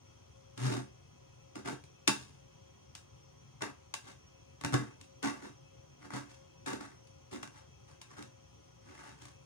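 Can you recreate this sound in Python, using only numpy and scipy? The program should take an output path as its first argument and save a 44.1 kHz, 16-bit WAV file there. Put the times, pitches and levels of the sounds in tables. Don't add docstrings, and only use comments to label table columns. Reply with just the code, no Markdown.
import sys
import numpy as np
from scipy import signal
from scipy.fft import rfft, irfft, next_fast_len
from scipy.io import wavfile
from scipy.ndimage import uniform_filter1d

SR = 44100
rng = np.random.default_rng(int(sys.argv[2]) if len(sys.argv) > 2 else 0)


def dump(signal):
    limited = np.clip(np.atleast_2d(signal).T, -1, 1)
    pcm = np.round(limited * 32767).astype(np.int16)
    wavfile.write(sys.argv[1], SR, pcm)


N = 416744


def undb(db):
    return 10 ** (np.asarray(db) / 20)


def unit(x):
    return x / np.sqrt(np.mean(x ** 2))


def resonance(x, hz, width):
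    return signal.lfilter(*signal.iirpeak(hz, hz / width, SR), x)


def through(x, response):
    return signal.oaconvolve(x, response)[:N]


def coloured(x, points):
    hz, db = np.transpose(points)
    size = next_fast_len(N)
    bin_hz = np.maximum(np.arange(size // 2 + 1) * SR / size, 1)
    gain = undb(np.interp(np.log(bin_hz), np.log(hz), db))
    return irfft(rfft(x, size) * gain, size)[:N]


def strainer():
    # (frequency [Hz], width [Hz], relative level [dB])
    spoon_modes = [(700, 33, -2), (893, 45, 6), (1121, 99, 1.5), (1278, 122, 0.5), (1271, 116, 2),
                   (1592, 190, 3.5), (1894, 195, -1), (2020, 172, -0.5), (603, 100, -3)]
    # (frequency [Hz], width [Hz], relative level [dB])
    mesh_modes = [(2743, 151, 5), (3836, 222, 5.5), (4000, 2040, -1), (5230, 1080, 1.5), (6020, 294, 2),
                  (6654, 330, -1), (7030, 210, 0.5), (7860, 490, -4), (8880, 560, -3.5), (9450, 600, -3),
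                  (10290, 970, -11), (12300, 2300, -22.5), (14900, 880, -19)]
    # (frequency [Hz], width [Hz], relative level [dB])
    frame_modes = [(211, 10.8, -2), (248.7, 30.5, -6.5), (291, 16.1, 3.5), (365.5, 40, -6),
                   (449, 77, -11.5)]
    # (frequency [Hz], width [Hz], relative level [dB])
    worktop_modes = [(74, 14, -37), (132.8, 17.5, 5)]

    rings = [body(modes) for modes in (spoon_modes, mesh_modes, frame_modes, worktop_modes)]
    ticks, slips, gains = wire_ticks(), judder(), stroke_gains()
    pushes = (ticks, ticks, ticks + 0.49 * slips, slips + 0.27 * ticks)
    scrapes = sum(through(gain * push, ring) for gain, push, ring in zip(gains, pushes, rings))
    return taps(rings) + scrapes + bubbles(gains[0])


def body(modes):
    push = np.r_[1., np.zeros(SR // 5)]
    ring = sum((-1) ** k * undb(db) * resonance(push, hz, width)
               for k, (hz, width, db) in enumerate(modes))
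    return ring / np.sqrt(np.sum(ring ** 2))


def taps(rings):
    # (time [s], mesh crack peak [dB], then relative to it: spoon ring [dB],
    # frame flex [dB], worktop boom [dB]); peaks are before the room
    tap_table = [(0.576, -37.5, -4, -5, -25), (1.5543, -39.5, -0.5, -1, -14), (1.588, -56, 2, -9, -11),
                 (1.657, -40.5, 7.5, -7, -4.5), (1.73, -45, -11, -1, 6), (1.838, -46.5, -10, -12, 0.5),
                 (2.0757, -11, -8.5, -16.5, -44), (2.0919, -25, 5, -7, -24),
                 (2.9508, -33.5, -12.5, -33, -28), (3.607, -50, 8, -5, -32), (3.6196, -25, 1, -8.5, -27),
                 (3.9385, -23.5, -6.5, -32, -51), (3.698, -50, 4, -12, -20), (4.0858, -46, 0.5, -23, -12),
                 (4.6106, -37.5, -2.5, -14, -14), (4.6363, -34, 2.5, -4, -11),
                 (4.6464, -23.5, -0.5, -14, -8), (4.661, -35.5, -17, -8, 3), (4.7233, -37, 0, -6, 2),
                 (4.7397, -22.5, -1, -2.5, -30), (5.0112, -41, -14, -23, -19), (5.2272, -31, -6, -10, -34),
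                 (5.273, -33.5, 1, -1.5, -13), (6.027, -59, 9, -10, -10), (6.104, -43.5, 9, -2, -11),
                 (6.135, -39.5, 4, 1.5, -1), (6.159, -43, 4, -1, -14), (6.6609, -34, -2, -11, -18),
                 (7.071, -53, -22, -15, -17), (7.3128, -48, -14, -9, -12), (7.3596, -41.5, 3, -9, -9),
                 (7.429, -34, -0.5, -11, -23), (7.4741, -41.5, -6, -11.5, -10), (8.0143, -37, -9, -42, -22),
                 (8.1906, -47, -9, -13, -12), (8.2239, -38, -10, -20, -14), (9.2193, -44.5, -6, -9.5, -21),
                 (9.2529, -42.5, -3, -14, -18.5)]
    swell_s, dies_s = 0.00087, 0.003

    t = np.arange(400) / SR
    rattles = rng.standard_normal((len(tap_table), len(t))) * t * np.exp(-t / swell_s)
    phase = np.angle(rfft(rattles))
    rattles = irfft(np.exp(1j * phase), len(t)) * np.exp(-t / dies_s)

    out = np.zeros(N + SR)
    for (start_s, crack_db, ring_db, flex_db, boom_db), rattle in zip(tap_table, rattles):
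        peaks_db = crack_db + np.array([ring_db, 0, flex_db, boom_db])
        for ring, peak_db in zip(rings, peaks_db):
            blow = signal.fftconvolve(rattle, ring)
            out[int(start_s * SR):][:len(blow)] += undb(peak_db) * blow / np.abs(blow).max()
    return out[:N]


def stroke_gains():
    # (start [s], rise [s], hold [s], fall [dB/s], spoon ring [dB],
    # then relative to it: mesh hiss [dB], frame flex [dB], worktop boom [dB])
    scrape_table = [(0.556, 0.093, 0.019, 346, -43.5, -1.5, 5.5, 9),
                    (0.662, 0.047, 0.068, 312, -48, -2.5, 8, 5.5),
                    (1.548, 0.0097, 0.0044, 336, -49, -3, 7, -9),
                    (1.641, 0.024, 0.033, 340, -44, -4, 6, -12),
                    (2.071, 0.0069, 0.016, 1200, -33, 3, -0.5, -14.5),
                    (2.105, 0.037, 0.052, 142, -59, 4, 1, -3), (2.946, 0.005, 0.002, 601, -66, 8, -13, -16),
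                    (3.606, 0.013, 0.002, 247, -40, -10.5, 0, -10.5),
                    (3.938, 0.004, 0.002, 1100, -49, 8, -16, -26),
                    (4.008, 0.088, 0.004, 501, -56.5, -0.5, -1, -9),
                    (4.612, 0.051, 0.04, 102, -57, -7, 9.5, -6),
                    (4.725, 0.015, 0.0014, 807, -30, -6.5, -1, 3.5),
                    (4.761, 0.022, 0.0028, 175, -49.5, -8, 4, 7),
                    (4.999, 0.009, 0.003, 176, -71.5, 7.5, -5, -1),
                    (5.222, 0.01, 0.011, 178, -36.5, -6, 1, -23),
                    (5.399, 0.055, 0.003, 358, -50.5, -5, 3.5, -11),
                    (5.976, 0.067, 0.003, 278, -57, -7, 1.5, -11),
                    (6.101, 0.055, 0.003, 200, -44, -5, 1, -8),
                    (6.276, 0.017, 0.003, 183, -60, 0, -16, -17),
                    (6.656, 0.016, 0.0037, 280, -36.5, -4.5, -0.5, -18),
                    (6.683, 0.033, 0.024, 400, -52, -3.5, 11.5, -6),
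                    (6.778, 0.032, 0.003, 163, -49.5, -6, 1, -12),
                    (7.305, 0.015, 0.003, 187, -51, -2.5, 8.5, -11),
                    (7.424, 0.0055, 0.0017, 1000, -44, -1, -4, -25),
                    (7.516, 0.063, 0.003, 400, -57, -2.5, -10, -28),
                    (7.836, 0.068, 0.004, 280, -67, -1.5, -10, -7),
                    (8.01, 0.0035, 0.002, 450, -58.5, 1, -13, -22),
                    (8.07, 0.045, 0.003, 300, -59.5, -6, -4, -14),
                    (8.127, 0.07, 0.003, 268, -53, -5, 3.5, -16),
                    (8.775, 0.14, 0.004, 198, -60.5, -5, 1.5, -11),
                    (8.931, 0.028, 0.11, 144, -56.5, -5.5, -5, -33),
                    (9.141, 0.12, 0.004, 254, -60, 0.5, -3, -3)]
    rise_power = 1.33

    power = np.zeros((4, N))
    t = np.arange(SR) / SR
    for start_s, rise_s, hold_s, fall_db_s, ring_db, *rel_db in scrape_table:
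        rise = np.minimum(t / rise_s, 1) ** rise_power
        fall = undb(-fall_db_s * np.maximum(t - rise_s - max(hold_s, 0), 0))
        span = power[:, int(start_s * SR):][:, :SR]
        shape = (rise * fall)[:span.shape[1]]
        levels = undb(ring_db + np.r_[0, rel_db])
        span += (levels[:, None] * shape) ** 2
    return np.sqrt(power)


def wire_ticks():
    ticks_per_s, mean_extra_db = 3000, 0.95
    grip_top_hz, grip_db = 65, 3

    snap = rng.random(N) < ticks_per_s / SR
    size_db = mean_extra_db * rng.exponential(size=N)
    lowpass = signal.butter(2, grip_top_hz, fs=SR)
    grip = unit(signal.lfilter(*lowpass, rng.standard_normal(N)))
    level = undb(size_db + grip_db * np.clip(grip, -2, 2))
    return unit(snap * rng.standard_normal(N) * level)


def judder():
    slips_hz, waver_share = 123.4, 0.049
    waver = unit(resonance(rng.standard_normal(N), 7.75, 9.8))
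    turns = np.cumsum(slips_hz * (1 + waver_share * waver) / SR)
    return unit(np.diff(np.floor(turns), prepend=0))


def bubbles(pressure):
    pops_per_s, low_hz, range_octaves = 70, 747, 1.7
    decay_turns, glide = 6, 0.197
    level_db = 3.5

    when, pitch, size = rng.random((int(pops_per_s * N / SR), 3)).T
    t = np.arange(SR // 25) / SR
    turns = low_hz * 2 ** (range_octaves * pitch[:, None]) * t
    gliding_turns = turns * (1 + glide * turns / decay_turns / 2)
    blips = np.sin(2 * np.pi * gliding_turns) * np.exp(-turns / decay_turns)

    out = np.zeros(N + len(t))
    for i, blip, loudness in zip((when * N).astype(int), blips, size):
        out[i:i + len(t)] += undb(level_db) * loudness * pressure[i] * blip
    return out[:N]


def room():
    t60_s, walls_db, bass_split_hz, left_lead_s = 0.25, -1, 412, 0.0009406

    t = np.arange(SR // 3) / SR
    decay = np.exp(-np.log(1000) * t / t60_s)
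    onset = 1 - np.exp(-t / 0.0004)
    walls = rng.standard_normal((2, len(t))) * decay * onset

    spectrum = rfft(walls)
    broad_power = uniform_filter1d(np.abs(spectrum) ** 2, size=40)
    fade = np.cos(1.5 * np.pi * t) ** 2
    walls = irfft(spectrum / np.sqrt(broad_power), len(t)) * fade
    walls /= np.sqrt(np.sum(walls ** 2, axis=1, keepdims=True))

    highpass = signal.butter(2, bass_split_hz, "high", fs=SR, output="sos")
    ears = undb(walls_db) * signal.sosfilt(highpass, walls)
    ears[:, 0] += 1
    return ears[0], np.r_[np.zeros(round(left_lead_s * SR)), ears[1]]


def heard(sound):
    place_s = 0.6
    t = np.arange(N) / SR / place_s
    out = np.zeros((2, N + SR))
    for k in range(int(t[-1]) + 2):
        near = np.flatnonzero(np.abs(t - k) < 1)
        crossfade = np.cos(np.pi / 2 * (t[near] - k)) ** 2
        part = sound[near] * crossfade
        for ear, response in zip(out, room()):
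            wet = signal.fftconvolve(part, response)
            ear[near[0]:][:len(wet)] += wet
    return out[:, :N]


def kitchen():
    # (frequency [Hz], relative density [dB per Hz])
    air_colour = [(40, -31), (64, -6), (100, -1.5), (135, -0.5), (190, -14.5), (394, -15), (624, -21.5),
                  (1300, -24.5), (2000, -31.5), (2900, -28), (4250, -35), (6000, -31), (7500, -39),
                  (9500, -42), (11000, -52), (14000, -54.5)]
    hum_hz = [134, 393, 539, 2606, 3230, 5090, 5835, 6120, 9155, 15100]
    # (width of each of two filter passes [Hz], rms level before the room [dB])
    hum_bands = [(6.9, -80.5), (7, -77.5), (4.93, -75.5), (17.3, -80.5), (81, -82), (40.5, -90.5),
                 (60, -77), (302, -78.5), (55.556, -89.5), (1180, -94.5)]
    air_db = -60.5

    air = coloured(rng.standard_normal(N), air_colour)
    hum = np.zeros(N)
    for hz, (width, db) in zip(hum_hz, hum_bands):
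        once = resonance(rng.standard_normal(N), hz, width)
        hum += undb(db) * unit(resonance(once, hz, width))
    return undb(air_db) * unit(air) + hum


def scene():
    spoon, behind = strainer(), kitchen()
    return heard(spoon) + np.array([through(behind, ear) for ear in room()])


def record(dry):
    # (frequency [Hz], difference [dB])
    left_colour = [(60, 4.5), (130, 3), (230, 1), (390, -9.5), (520, 9), (900, 0), (5000, 2.5), (8000, 0),
                   (15000, -4)]
    left_cut_hz, low_cut_hz, top_hz = 4.7, 26, 15650

    left = signal.lfilter(*signal.butter(1, left_cut_hz, "high", fs=SR), dry[0])
    pair = [coloured(x, np.array(left_colour) * [1, half]) for x, half in ((left, .5), (dry[1], -.5))]
    pair = signal.sosfilt(signal.butter(3, low_cut_hz, "high", fs=SR, output="sos"), pair)
    return signal.sosfilt(signal.ellip(8, .2, 70, top_hz, fs=SR, output="sos"), pair)


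dry = scene()
out = record(dry)
dump(out)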